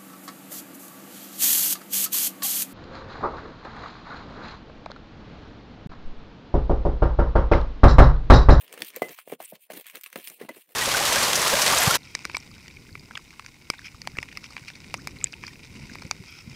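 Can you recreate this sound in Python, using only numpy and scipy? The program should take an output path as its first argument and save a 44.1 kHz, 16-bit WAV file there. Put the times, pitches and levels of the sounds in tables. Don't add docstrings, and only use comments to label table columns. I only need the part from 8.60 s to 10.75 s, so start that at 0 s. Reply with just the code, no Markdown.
import sys
import numpy as np
from scipy import signal
from scipy.fft import rfft, irfft
from scipy.io import wavfile
from scipy.ndimage import uniform_filter1d

SR = 44100
rng = np.random.default_rng(int(sys.argv[2]) if len(sys.argv) > 2 else 0)


def transcribe(u):
    v = np.clip(np.atleast_2d(u).T, -1, 1)
    q = np.round(v * 32767).astype(np.int16)
    wavfile.write(sys.argv[1], SR, q)


N = 94815
TAPS = 4096
FREQS = np.fft.rfftfreq(TAPS, 1 / SR)

# (frequency [Hz], relative level [dB])
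SIDE_COLOUR = [(30, 8), (2500, -1.5), (16000, 9)]
SIDE_MAX_DB, SIDE_HALF_DB = -73, -70.0
FLOOR_DB = -94.5
ROOM_T60_S, ROOM_DB = 0.077, -15
BAND_LIMIT_HZ = 15900

# (time [s], length [s], pitch [Hz], level [dB])
SQUEAKS = [(0.845, 0.0183, 8760, -41.5)]
SQUEAK_WIDTH_HZ = 2100

# (time [s], level [dB], pitch [Hz], time to fade by 60 dB [s])
AIR_RINGS = [(0.368, -30.5, 509, 0.047), (.4202, -28.5, 2036, 0.15), (1.814, -41, 1790, 0.035),
             (1.8165, -44, 1993, 0.083), (1.8895, -33.5, 947, 0.043), (1.8925, -34.5, 2020, 0.047)]
RING_RISE_S = 0.001

# (time [s], hiss before its boost [dB], rasp [dB], low body [dB])
RUB_LEVELS = [(0.0, -54.5, -61, -90), (0.047, -57, -57, -54.5), (0.07, -71, -62, -65),
              (0.131, -57.5, -53, -52.5), (0.189, -60, -55, -53.5), (0.225, -55.5, -49.5, -45),
              (0.287, -44.5, -53.5, -76), (0.323, -70, -65, -69.5), (0.363, -57, -45, -55),
              (0.412, -57, -63.5, -60), (0.421, -53, -47, -41), (0.474, -57.5, -58, -50),
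              (0.521, -50.5, -47.5, -50.5), (0.56, -59.5, -63.5, -101), (0.595, -51, -50, -88),
              (0.651, -72.5, -78.5, -78), (0.676, -56.5, -83, -64), (0.736, -55, -49.5, -61),
              (0.752, -60, -66, -80), (0.776, -100, -105, -91), (0.806, -54.5, -52.5, -51),
              (0.847, -48, -60, -73.5), (0.866, -60.5, -67, -81), (0.906, -46, -69, -88),
              (0.925, -61, -68.5, -50), (0.953, -57, -54, -60), (0.978, -79, -75.5, -70.5),
              (1.028, -57, -82, -100), (1.064, -66.5, -77.5, -84), (1.094, -92, -82, -76),
              (1.103, -54.5, -49.5, -49.5), (1.215, -49, -56, -54.5), (1.24, -69, -68.5, -111),
              (1.259, -57, -51.5, -54), (1.305, -55.5, -59.5, -109), (1.327, -64.5, -65.5, -77),
              (1.347, -55, -50.5, -53), (1.378, -49, -53.5, -55), (1.398, -61.5, -62.5, -89),
              (1.436, -74, -66, -95), (1.472, -52, -50, -98), (1.482, -64, -62.5, -91),
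              (1.545, -63.5, -63, -58), (1.587, -49, -49.5, -49.5), (1.628, -55, -61.5, -74),
              (1.681, -43, -52, -83), (1.706, -61, -58, -55), (1.762, -54, -78, -73.5),
              (1.792, -70, -63.5, -61.5), (1.816, -53, -50.5, -49), (1.884, -74, -67.5, -68),
              (1.887, -72, -53, -42), (1.943, -60.5, -63, -73), (1.98, -58, -56, -54.5),
              (2.018, -61, -69, -99), (2.079, -76.5, -78, -83), (2.092, -60.5, -60, -64.5),
              (2.148, -64.5, -67, -72)]
HISS_BOOST_DB = 3.5
# (frequency [Hz], relative level [dB])
HISS_COLOUR = [(1700, -21.5), (2500, 2.5), (3400, -3), (4600, -10), (5800, -17), (7200, -9.5), (8300, -3),
               (9700, 2), (11000, -9), (12600, 0.5), (14300, 4), (16000, -2.5)]
# (frequency [Hz], relative level [dB])
RASP_COLOUR = [(500, -40.5), (1000, -2.5), (1400, -6.5), (1750, 0.5), (2600, 0.5), (3800, -6.5),
               (5000, -11), (9500, -16), (16000, -32)]
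# (frequency [Hz], relative level [dB])
BODY_COLOUR = [(90, -25.5), (160, 1.5), (900, -3), (1500, -6.5), (4000, -47.5)]
# (time [s], pitch [Hz])
BUBBLE_PITCH = [(0.05, 473), (0.22, 380), (0.5, 402.5), (1.105, 619.1), (1.13, 380), (1.17, 290),
                (1.215, 553), (1.265, 861), (1.34, 520), (1.55, 520), (1.59, 333), (1.71, 470),
                (1.86, 375.5), (2.11, 462)]
BUBBLE_WIDTH_HZ = 304
PATCH_DB = 2.3

# (time [s], level [dB])
SNAPS = [(0.2204, -26), (1.6741, -38)]
# (frequency [Hz], relative level [dB])
SNAP_MODES = [(2400, -0.5), (3380, 0.5), (4480, -3), (5300, -7.5), (7900, -12), (9400, -4.5)]
SNAP_PEAK_S = 0.00075

# (time [s], level [dB], tilt above 2 kHz [dB per octave])
CRACKLES = [(0.0796, -45, 0), (0.1268, -35, 1), (0.14, -40, -1), (0.1766, -39, -4.5), (0.2055, -36.5, 4),
            (.2200, -25.5, 0), (0.2475, -32, 5), (0.3033, -39.5, -1.5), (0.3623, -28.5, 3.5),
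            (0.42, -32, 6), (0.4854, -37.5, -6), (0.4926, -35.5, -3.5), (.588, -36.5, -5), (0.719, -32, 16),
            (1.135, -36.5, -2), (1.1389, -38.5, 3), (1.172, -44, -4), (1.2672, -34.5, 2), (1.2575, -43, -8),
            (1.2989, -38, 0.5), (1.351, -38, -7), (1.3558, -29, 2.5), (1.37, -39, -1.5),
            (1.4118, -37.5, 3.5), (1.4355, -32.5, 3.5), (1.4398, -31.5, 4), (1.4619, -33.5, -2),
            (1.5287, -36.5, -2), (1.5585, -33, -2.5), (1.6736, -33, 1), (1.6998, -35, 0.5),
            (1.8902, -34, -3)]
# (frequency [Hz], relative level [dB])
CRACKLE_COLOUR = [(60, -49), (200, -31.5), (700, -10.5), (1300, 1.5), (2400, 5.5), (3600, -1), (5600, -2),
                  (9500, -0.5), (11000, -8), (13000, 0), (16000, -2)]
CRACKLE_RISE_S, CRACKLE_DECAY_S = 0.00015, 0.0011
CRACKLE_TAIL_S, CRACKLE_TAIL_DB = 0.011, -14.5
CRACKLE_CLICK = 3.0

# (time [s], thump [dB], pitch [Hz], time to peak [s], skin noise [dB])
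SLIPS = [(.1755, -38, 463, 0.0017, -41), (0.4199, -11, 560, 0.001, -25.5), (.6755, -34, 550, 0.0012, -46),
         (0.6992, -39, 594, 0.00063, -44), (.7195, -38.5, 690, 0.00314, -37),
         (0.7235, -23, 443, 0.002, -39), (0.729, -33, 243, 0.0033, -54), (0.8024, -29.5, 670, 0.0013, -40),
         (0.9233, -34.5, 595, 0.0019, -61), (0.9278, -41.5, 186, 0.004, -60.5),
         (1.1014, -30, 647, 0.002, -38.5), (1.162, -42.5, 300, 0.0041, -57.5),
         (1.4625, -44.5, 1270, 0.00062, -61), (1.558, -30, 568, 0.00265, -29),
         (1.8125, -28, 431.4, .0018, -42.5), (1.831, -40.5, 208, 0.00428, -52),
         (1.848, -39, 222, 0.00224, -46.5), (1.8922, -33, 570, .0027, -36.5),
         (1.902, -36.5, 286, 0.00344, -50), (1.967, -45, 360, 0.00337, -56.5)]
# (frequency [Hz], relative level [dB])
SKIN_COLOUR = [(60, -33.5), (200, 2), (700, 1), (1400, -4.5), (2200, -4.5), (3200, -10), (5000, -21),
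               (7000, -22), (9500, -15), (11000, -24), (15000, -14)]
SKIN_DECAY_S = 0.0056
# (delay [s], level before dulling [dB])
BOUNCES = [(.0088, -24.5), (0.0123, -15), (.019, -24.5), (.0275, -28.5), (0.0398, -38.5)]
BOUNCE_HZ = 624


def amp(db):
    return 10 ** (np.asarray(db) / 20)


def unit(x):
    return x / np.sqrt(np.mean(x ** 2) + 1e-20)


def read(points, hz):
    f, value = np.transpose(points)
    return np.interp(np.log(hz + 1), np.log(f + 1), value)


def add(mix, s, sound):
    part = mix[max(round(s * SR), 0):][:len(sound)]
    part += sound[:len(part)]


def colour(x, db):
    both_halves = np.r_[db, db[-2:0:-1]]
    response = np.exp(np.conj(signal.hilbert(np.log(amp(both_halves)))))
    h = irfft(response[:len(db)])
    return signal.fftconvolve(x, h / np.linalg.norm(h))[:len(x)]


def wander(rate_hz):
    spectrum = rfft(rng.standard_normal(N))
    slow = 1 + (np.fft.rfftfreq(N, 1 / SR) / rate_hz) ** 4
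    return unit(irfft(spectrum / slow, N))


def grit(size):
    return rng.choice([-1., 1.], size)


def low_cut(x, hz):
    return signal.sosfilt(signal.butter(4, hz, "high", fs=SR, output="sos"), x)


def resonate(x, hz, width_hz):
    turn = np.exp(2j * np.pi * np.cumsum(hz) / SR)
    r = np.exp(-np.pi * width_hz / SR)
    smoothed = signal.lfilter([1 - r], [1, -r], x / turn)
    return (turn * smoothed).real


def noise_floor():
    return amp(FLOOR_DB) * rng.standard_normal(N)


def side_hiss(mid):
    level = uniform_filter1d(abs(mid), size=900)
    hiss = colour(rng.standard_normal(N), read(SIDE_COLOUR, FREQS))
    return amp(SIDE_MAX_DB) * hiss * level / (level + amp(SIDE_HALF_DB))


def room(x):
    t = np.arange(SR // 4) / SR
    tail = grit(len(t)) * np.exp(-np.log(1000) * t / ROOM_T60_S)
    tail = tail / np.linalg.norm(tail)
    return x + amp(ROOM_DB) * signal.fftconvolve(x, tail)[:N]


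def squeaks():
    out = np.zeros(N)
    for s, length, hz, db in SQUEAKS:
        t = np.arange(0, length, 1 / SR)
        peak_db = -20 * np.log10(1 + (2 * (FREQS - hz) / SQUEAK_WIDTH_HZ) ** 2)
        tone = unit(colour(grit(len(t)), peak_db))
        add(out, s, amp(db) * tone * np.sin(np.pi * t / length))
    return out


def rings():
    out, t = np.zeros(N), np.arange(SR // 4) / SR
    for s, db, hz, t60 in AIR_RINGS:
        fade = np.minimum(t / RING_RISE_S, 1) * np.exp(-np.log(1000) * t / t60)
        add(out, s, amp(db) * fade * np.sin(2 * np.pi * hz * t))
    return out


def shifting(x):
    z = signal.stft(x, nperseg=256, noverlap=192)[2]
    patches = rng.standard_normal(z.shape)
    for _ in range(2):
        patches = uniform_filter1d(patches, size=5, axis=0)
        patches = uniform_filter1d(patches, size=14, axis=1)
    gain = unit(amp(PATCH_DB * unit(patches)))
    return signal.istft(z * gain, nperseg=256, noverlap=192)[1][:N]


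def friction(spectrum, grip, per_s, spread_db, grip_db, smooth):
    size = amp(spread_db * np.minimum(rng.exponential(1, N), 4))
    happens = rng.random(N) < per_s / SR
    grains = unit(grit(N) * size * happens)
    slide = smooth * rng.standard_normal(N)
    drive = (grains + slide) * amp(grip_db * grip)
    return unit(colour(drive, read(spectrum, FREQS)))


def rubbing():
    s, *levels = np.transpose(RUB_LEVELS)
    t = np.arange(N) / SR
    hiss_gain, rasp_gain, body_gain = (amp(np.interp(t, s, level)) for level in levels)
    grip = wander(96)
    hiss = friction(HISS_COLOUR, grip, per_s=4800, spread_db=3.5, grip_db=3.0, smooth=0.7)
    rasp = friction(RASP_COLOUR, grip, per_s=700, spread_db=2.0, grip_db=2.5, smooth=0.51)
    flutter = friction(BODY_COLOUR, grip, per_s=680, spread_db=1.5, grip_db=1.5, smooth=0.65)
    bubble_hz = np.interp(t, *np.transpose(BUBBLE_PITCH))
    crumple = unit(resonate(flutter, bubble_hz, BUBBLE_WIDTH_HZ))
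    return amp(HISS_BOOST_DB) * hiss_gain * hiss + rasp_gain * rasp + body_gain * crumple


def snaps():
    out, t = np.zeros(N), np.arange(TAPS) / SR
    ring = sum(amp(db) * np.sin(2 * np.pi * (hz * t + rng.random())) for hz, db in SNAP_MODES)
    swell = t / SNAP_PEAK_S * np.exp(1 - t / SNAP_PEAK_S)
    for s, db in SNAPS:
        add(out, s, amp(db) * ring * swell)
    return out


def crackles():
    out, t = np.zeros(N), np.arange(TAPS) / SR
    rise = np.minimum(t / CRACKLE_RISE_S, 1)
    burst = np.exp(-np.maximum(t - CRACKLE_RISE_S, 0) / CRACKLE_DECAY_S)
    tail = amp(CRACKLE_TAIL_DB) * np.exp(-t / CRACKLE_TAIL_S)
    shape = rise * (burst + tail)
    shape[0] = CRACKLE_CLICK
    octaves = np.log2(np.maximum(FREQS, 2000))
    for s, db, tilt in CRACKLES:
        crackle_db = read(CRACKLE_COLOUR, FREQS) + tilt * octaves
        add(out, s, amp(db) * colour(grit(len(t)) * shape, crackle_db))
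    return out


def slips():
    blows, t = np.zeros(N), np.arange(SR // 4) / SR
    for s, thump_db, hz, peak_s, skin_db in SLIPS:
        swell = (t / peak_s * np.exp(1 - t / peak_s)) ** 2
        thump = swell * np.cos(2 * np.pi * hz * (t - peak_s))
        skin = colour(grit(len(t)) * np.exp(-t / SKIN_DECAY_S), read(SKIN_COLOUR, FREQS))
        add(blows, s, amp(thump_db) * thump + amp(skin_db) * skin)
    dull = signal.lfilter(*signal.butter(2, BOUNCE_HZ, fs=SR), blows)
    for delay, db in BOUNCES:
        add(blows, delay, amp(db) * dull)
    return low_cut(blows, hz=146)


def scene():
    skin = shifting(crackles() + rubbing())
    balloon = slips() + rings() + snaps() + squeaks() + skin
    mid = room(balloon) + noise_floor()
    side = side_hiss(mid)
    return np.array([mid + side, mid - side])


def record(dry):
    low_pass = signal.firwin(401, BAND_LIMIT_HZ, window=("kaiser", 8), fs=SR)
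    return signal.oaconvolve(dry, low_pass[None], "same")


dry = scene()
out = record(dry)
transcribe(out)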